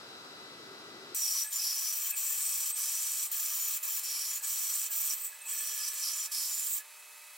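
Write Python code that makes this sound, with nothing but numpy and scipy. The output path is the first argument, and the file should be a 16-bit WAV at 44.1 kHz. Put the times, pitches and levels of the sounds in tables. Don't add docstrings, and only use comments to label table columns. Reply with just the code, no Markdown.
import sys
import numpy as np
from scipy import signal
from scipy.fft import rfft, irfft, next_fast_len
from scipy.io import wavfile
from scipy.ndimage import uniform_filter1d

SR = 44100
rng = np.random.default_rng(int(sys.argv[2]) if len(sys.argv) > 2 else 0)


def file_out(sig):
    cols = np.atleast_2d(sig).T
    lim = np.clip(cols, -1, 1)
    pcm = np.round(lim * 32767).astype(np.int16)
    wavfile.write(sys.argv[1], SR, pcm)


N = 325105
TIME = np.arange(N) / SR
SAW_START_S = 1.147
FREE_TOOTH_HZ, LOADED_TOOTH_HZ, PULLEY_HZ = 923, 892, 35.33

# frequency in Hz, relative level in dB.
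JOINTER_AIR_COLOUR = [(30, -46), (75, -30), (100, -20), (150, -16), (310, -10), (600, -14), (1070, -16.5),
                      (1550, -17), (1800, -22), (3060, -21.5), (4000, -19), (5170, -19.5), (6210, -27),
                      (16000, -41)]
# frequency in Hz, left-right likeness from 0 to 1.
JOINTER_STEREO = [(100, 1), (300, 1), (700, 0.86), (1400, 0.42), (3000, 0.21), (6000, 0.12), (15000, 0.17)]
# time in seconds, relative level in dB.
HOOD_SWELL = [(0.2, -68), (0.6, -55.5)]
# pitch in Hz, relative level in dB.
JOINTER_WHINES = [(1986, -66), (2019, -82), (2692, -65.5), (3973, -58), (4963, -69.5), (7940, -76)]
# start, end, lean-in and ease-off in seconds,
# then in dB the feed drop in the pause after it, strength, and trims for squeal, whistle and sizzle.
HAND_PUSHES = [(1.123, 1.492, 0.0045, 0.063, -17, 1, 3.5, 1.0, -1),
               (1.498, 2.136, 0.037, 0.026, -12, -0.5, 0.5, -2, 0.5),
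               (2.148, 2.728, 0.02, 0.021, -12.5, 0.5, -0.5, 1.5, -1.5),
               (2.749, 3.288, 0.019, 0.03, -13.5, 1.5, 0.5, 0, -5),
               (3.313, 3.799, 0.0033, 0.027, -14.5, 0.5, -1, -4, 0),
               (3.827, 4.015, 0.0031, 0.024, -6, -0.5, -1, -4.0, 1),
               (4.024, 4.407, 0.016, 0.033, -13.5, -0.5, -2.5, -3, -4),
               (4.422, 4.893, 0.016, 0.028, -13.5, 0, 2, 1, -1.5),
               (4.9, 5.163, 0.018, 0.021, -10, -0.5, 0, 1.5, 2.5),
               (5.241, 5.308, 0.009, 0.077, -21, 0.5, 1, 7.0, 4.5),
               (5.434, 5.923, 0.066, 0.038, -3, -3.5, 1, 4, 0.5),
               (5.946, 6.29, 0.03, 0.029, -18, -1, -1, -1.5, -6),
               (6.311, 6.83, 0.0082, 0.049, -27, 1, -6, -2, -4)]
# centre and half-length in seconds,
# extra bite in dB, how far the squeal sags in Hz.
BITE_SURGES = [(1.28, 0.071, 11, 140.5), (1.388, 0.039, 13.5, -16.5), (1.67, 0.13, 18, 88),
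               (1.88, 0.044, 12, -3), (2.3, 0.14, -3.5, -0.5), (2.62, 0.09, 2, 1), (2.854, 0.103, 3, -22),
               (3.16, 0.08, -1, -19), (4.16, 0.16, 12, 190), (5.119, 0.027, 10, 0.5),
               (5.683, 0.045, 6.5, -0.5), (5.857, 0.077, 16.5, 1.5), (6.068, 0.06, 18.5, -7),
               (6.36, 0.14, 17, 42.5), (6.728, 0.053, -17, -5)]
# frequency in Hz, relative level in dB.
RASP_COLOUR = [(300, -41), (900, -27.5), (2000, -19), (3700, -4), (4500, -1.5), (6400, -0.5), (8700, 3.5),
               (9300, 3), (9900, 2), (10400, 7.5), (10900, 3.5), (11500, 5.5), (12400, 1), (16000, -1.5)]
# frequency in Hz, left-right likeness from 0 to 1.
MIX_WIDTH = [(1000, 1), (2500, 1), (5000, 1), (5600, 0.69), (10500, 0.64), (15000, 0.46)]
# delay in seconds, gain in dB.
METAL_ECHOES = [(0.0013, -14.5), (0.0031, -12.5), (0.0058, -14.5)]
# frequency in Hz, width in Hz, relative level in dB.
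BLADE_MODES = [
    [(4430, 100, -15), (4530, 150, -8), (4970, 32, -5), (5120, 100, 1.5), (5450, 200, 1.5),
     (11200, 500, -7), (11580, 260, -3.5)],
    [(5720, 100, -15.5), (5705, 44, -4.5), (5838, 22, -6), (5850, 107, 4)],
    [(6780, 91, -6), (6990, 160, 2), (7350, 120, 4.5), (7500, 120, -1.5)],
    [(7830, 500, 3), (8100, 100, -6.5), (8300, 52, -3.5)],
    [(13100, 220, -6.5), (13880, 150, -2), (14020, 220, 1), (14800, 460, -11), (14800, 340, -0.5),
     (15700, 270, -4.5)],
]
# base level in dB, dB gained per dB of bite.
GROWL, SQUEAL, SHRIEK = (-52.5, 0.96), (-45.0, 0.95), (-42, -0.081)
WHISTLE, SIZZLE = (-40.5, -0.18), (-37.0, -0.31)
# frequency in Hz, width in Hz, relative level in dB.
BODY_MODES = [(468, 39, -16), (802, 13, -24), (1081, 25, -4.5), (1191.6, 21, -5.5), (1259, 21, -9),
              (1497, 100, -15), (1720, 41, -2.5), (2007, 22, -17), (2320, 55, 0), (2580, 43, -0.5),
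              (3092, 67, 2), (3320, 41, 0.5), (4297, 110, 3)]
# frequency in Hz, relative level in dB.
BODY_NOISE_COLOUR = [(88, -79), (150, -44), (469, -22.5), (561, -35), (584, -24), (661, -20), (871, -29),
                     (1190, -8), (1730, -9), (1900, -15.5), (2510, -3.5), (4000, -9.5), (5200, -24.5),
                     (8800, -120)]
# time in seconds, relative level in dB.
BODY_LEVEL = [(1.15, -54), (2.15, -51.5), (4.8, -51.5), (6.2, -51), (6.8, -57)]
# time in seconds, left over right in dB.
CUT_PAN = [(1.16, 0.5), (1.71, 0.0), (2.26, 1.5), (2.87, -0.5), (3.63, 0.0), (4.43, -0.5), (5.39, -2.5),
           (5.89, -1.5), (6.8, -3.0)]
# frequency in Hz, relative level in dB.
BAND_HISS_COLOUR = [(35, -90), (60, -51), (238, -35.5), (458, -17), (553, -19), (593, -25), (682, -14.5),
                    (903, -8), (1660, -7), (2520, -4), (2900, -9.5), (4120, -8), (5460, -11.5), (8120, -8),
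                    (16000, -19)]
# pitch in Hz, free-running level in dB.
SAW_WHINES = [(420, -86), (813, -83), (1265, -71.5), (1999, -68), (2363, -79.5), (2570, -64), (3994, -71.5),
              (8280, -75.5), (10121, -79.5), (11978, -84), (12150, -78), (15638, -77.5)]
# centre and half-length in seconds, pitch in Hz, level in dB.
BLADE_CHIRPS = [(1.463, 0.042, 1690, -53.5), (1.485, 0.094, 8340, -42), (1.55, 0.035, 7150, -31.5),
                (2.137, .06, 8500, -40.5), (2.14, .04, 1670, -53), (2.135, 0.027, 2573, -46.5),
                (2.15, 0.03, 2330, -51), (2.31, 0.063, 1780, -57), (2.46, 0.11, 8150, -35.5),
                (2.745, 0.062, 8330, -38.5), (3.285, 0.069, 8360, -45), (3.63, 0.074, 6980, -38.5),
                (4.34, 0.058, 6970, -40), (4.42, 0.042, 1675, -57), (4.91, 0.033, 1674, -54),
                (5.33, 0.032, 1664, -56), (5.42, 0.015, 8470, -44.5), (5.47, 0.1, 2580, -52.5),
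                (5.47, 0.023, 7760, -42), (5.58, 0.14, 8130, -38.5), (5.72, 0.53, 1730, -57.5),
                (6.16, 0.17, 1714, -62), (6.205, 0.069, 7130, -39), (6.30, 0.037, 1738, -56),
                (6.296, 0.037, 2580, -56), (6.58, 0.15, 7150, -39), (6.68, 0.037, 2580, -60),
                (6.812, 0.032, 1720, -54), (6.818, 0.036, 2560, -60)]
# centre and half-length in seconds, pitch in Hz, level in dB.
BOARD_GROANS = [(2.0, 0.088, 233, -91), (2.52, 0.1, 278.7, -87), (2.8, 0.16, 335.6, -81.5),
                (3.24, 0.14, 274.5, -83), (3.46, 0.0853, 301.5, -82), (4.11, 0.07, 230, -80.5)]


def from_db(db):
    return np.exp(np.asarray(db) * np.log(10) / 20)


def rms_one(x):
    return x / np.sqrt(np.mean(x ** 2) + 1e-20)


def in_time(points):
    return np.interp(TIME, *np.transpose(points))


def at_hz(points, hz):
    f, value = np.transpose(points)
    return np.interp(np.log(hz), np.log(f), value)


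def drift(rate_hz):
    knots = rng.standard_normal(4000)
    return np.interp(TIME * rate_hz, np.arange(4000), knots) * np.sqrt(3 / 2)


def hiss():
    return rng.standard_normal((2, N))


def coloured(x, spectrum, likeness=MIX_WIDTH):
    size = next_fast_len(N, True)
    hz = np.maximum(np.fft.rfftfreq(size, 1 / SR), 1)
    mid, side = rfft(x, size) * from_db(at_hz(spectrum, hz))
    alike = np.clip(at_hz(likeness, hz), 0, .999)
    side = side * np.sqrt((1 - alike) / (1 + alike))
    return rms_one(irfft([mid + side, mid - side], size)[:, :N])


def resonate(x, hz, width_hz):
    b, a = signal.iirpeak(min(hz, .45 * SR), hz / (1.5 * width_hz), fs=SR)
    return rms_one(signal.sosfilt([[*b, *a]] * 2, x))


def tone(hz, waver_hz):
    return np.sqrt(2) * np.sin(2 * np.pi * np.cumsum(hz + waver_hz * drift(40)) / SR)


def jointer(pan_db=2.0, lead_s=0.00015):
    air, churn = (coloured(hiss(), JOINTER_AIR_COLOUR, JOINTER_STEREO) for _ in range(2))
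    hood = from_db(in_time(HOOD_SWELL) - 3.0) * resonate(churn, hz=392, width_hz=55)
    guard = from_db(-57.0) * resonate(churn, hz=1340, width_hz=280)
    whine = sum(from_db(db + 1.0 + 1.7 * drift(7.5)) * tone(hz, waver_hz=8.1)
                for hz, db in JOINTER_WHINES)
    left, right = from_db(-50.5) * air + hood + guard + whine
    right = np.roll(right, round(lead_s * SR))
    return np.array([left * from_db(pan_db / 2), right * from_db(-pan_db / 2)])


def feed_pressure():
    start, end, lean_in, ease_off, drop_db = np.transpose(HAND_PUSHES)[:5]
    next_start = np.append(start[1:], TIME[-1])
    pauses = zip(end, np.maximum(end, next_start), ease_off, np.roll(lean_in, -1), drop_db)
    return sum(drop * np.interp(TIME, [stop - ease, stop, resume, resume + lean], [0, 1, 1, 0])
               for stop, resume, ease, lean, drop in pauses)


def push_character():
    start, end, _, _, _, *held = np.transpose(HAND_PUSHES)
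    edges = np.column_stack([start, end]).ravel()
    return [np.interp(TIME, edges, np.repeat(column, 2)) for column in held]


def bite_and_sag(edge_db=-8, edge_s=0.04):
    to_edge_s = np.min([abs(TIME - edge) for push in HAND_PUSHES for edge in push[:2]], axis=0)
    centre, half_length, extra_db, sag_hz = np.transpose(BITE_SURGES)
    swells = np.exp(-np.minimum(((TIME[:, None] - centre) / half_length) ** 2, 20))
    return swells @ extra_db + edge_db * np.exp(-to_edge_s / edge_s), swells @ sag_hz


def tooth_force(tooth_hz, uneven_db=1.0, tooth_decay=0.21, throb_db=2.0):
    teeth = np.cumsum(tooth_hz) / SR
    strength_db = uneven_db * rng.standard_normal(8000)[teeth.astype(int)]
    turn = (TIME * PULLEY_HZ) % 1
    jerk_db = throb_db * np.exp(-turn / 0.27) * (1 + .5 * drift(1.9))
    return rms_one(from_db(strength_db + jerk_db) * np.exp(-tooth_decay * (teeth % 1)))


def fibre_rasp(force, bite_db, feed_db, grain_db=4.0):
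    grains = np.repeat(rng.standard_normal(N // 8 + 1), 8)[:N]
    snaps = force * from_db(grain_db * grains)
    direct = coloured(hiss() * snaps, RASP_COLOUR)
    echoes = sum(from_db(db) * np.roll(direct, round(delay * SR), axis=1) for delay, db in METAL_ECHOES)
    return from_db(-39.0 + 0.2 * bite_db + 0.65 * feed_db) * rms_one(direct + echoes)


def ring(drive, modes, flicker_db):
    return rms_one(sum(from_db(db + flicker_db * drift(PULLEY_HZ * 2)) * resonate(drive, hz, width)
                       for hz, width, db in modes))


def bend(x, shift_hz):
    analytic = signal.hilbert(x, next_fast_len(N))[:, :N]
    return np.real(analytic * np.exp(2j * np.pi * np.cumsum(shift_hz) / SR))


def blade(force, bite_db, sag_hz, trims_db, feed_db, rest_hz=30.0, wander_hz=12.77, relax_hz=59.6):
    drive = coloured(hiss() * force, RASP_COLOUR)
    squeal_db, whistle_db, sizzle_db = trims_db
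    laws = GROWL, SQUEAL, SHRIEK, WHISTLE, SIZZLE
    squeal_bite_db = np.minimum(bite_db, 6)
    bites = bite_db, squeal_bite_db, bite_db, bite_db, bite_db
    flickers_db = 1.0, 1.0, 2.0, 1.5, 2.5
    growl, squeal, shriek, whistle, sizzle = (
        from_db(db + slope * depth) * ring(drive, modes, flicker)
        for modes, (db, slope), depth, flicker in zip(BLADE_MODES, laws, bites, flickers_db))
    squeal = bend(from_db(squeal_db) * squeal, rest_hz - sag_hz + wander_hz * drift(45))
    upper = bend(shriek + from_db(whistle_db) * whistle, relax_hz * (1 - from_db(feed_db)))
    return growl + squeal + upper + from_db(sizzle_db) * sizzle


def board_and_frame(force, feed_db):
    frame = from_db(-1.5) * ring(coloured(hiss(), BODY_NOISE_COLOUR), BODY_MODES, flicker_db=2.0)
    board = from_db(-4.5) * coloured(hiss() * force, BODY_NOISE_COLOUR)
    return from_db(in_time(BODY_LEVEL) + 0.66 * feed_db) * (frame + board)


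def cut(tooth_hz, feed_db):
    strength_db, *trims_db = push_character()
    bite_db, sag_hz = bite_and_sag()
    force = tooth_force(tooth_hz)
    rasp = fibre_rasp(force, bite_db, feed_db)
    ringing = from_db(feed_db) * blade(force, bite_db, sag_hz, trims_db, feed_db)
    pan_db = in_time(CUT_PAN)
    treble = (rasp + ringing) * from_db(strength_db + np.array([pan_db, -pan_db]) / 2)
    return treble + board_and_frame(force, feed_db)


def running_saw(tooth_hz, load, hum_hz=600.3):
    air = from_db(-54.5) * coloured(hiss() * from_db(0.46 * drift(200)), BAND_HISS_COLOUR)
    whine = sum(from_db(db + 2.0 * drift(4.4)) * tone(hz, waver_hz=4.87) for hz, db in SAW_WHINES)
    hum = from_db(-75.0) * tone(hum_hz, waver_hz=0.84)
    octave = from_db(-75.5) * tone(2 * hum_hz, waver_hz=1.37)
    whistle = from_db(-73.0 + 3.4 * drift(45)) * tone(tooth_hz, waver_hz=2.84)
    return air + from_db(-0.5 * load) * whine + hum + octave + whistle


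def stick_slip(rows, width_hz, rough, glide_hz_per_s, wobble_share):
    out = np.zeros(N)
    wobble = wobble_share * drift(45)
    for centre, half_length, hz, db in rows:
        near = np.flatnonzero(abs(TIME - centre) < 1.6 * half_length)
        t = TIME[near] - centre
        knots = rng.standard_normal((2, 600)) / np.sqrt(2)
        scrape = np.interp((t - t[0]) * width_hz, np.arange(600), knots[0] + 1j * knots[1])
        swell = from_db(db) * np.exp(-2 * (t / half_length) ** 2)
        turns = np.cumsum(hz * (1 + wobble[near]) + glide_hz_per_s * t) / SR
        rub = np.real((1 + rough * scrape) * np.exp(2j * np.pi * turns))
        out[near] += swell * np.sqrt(2) * rub / np.hypot(1, rough)
    return out


def scene():
    feed_db = feed_pressure()
    load = uniform_filter1d(from_db(feed_db), size=SR // 2)
    tooth_hz = FREE_TOOTH_HZ + (LOADED_TOOTH_HZ - FREE_TOOTH_HZ) * load
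    chirps = stick_slip(BLADE_CHIRPS, width_hz=120, rough=1.4, glide_hz_per_s=-21.5, wobble_share=0.0055)
    groans = stick_slip(BOARD_GROANS, width_hz=41, rough=1.8, glide_hz_per_s=140, wobble_share=0.01)
    saw = cut(tooth_hz, feed_db) + running_saw(tooth_hz, load) + chirps + groans
    return np.where(TIME < SAW_START_S, jointer(), saw)


def record(dry):
    return signal.sosfilt(signal.ellip(12, .1, 80, 15900, fs=SR, output="sos"), dry)


dry = scene()
out = record(dry)
file_out(out)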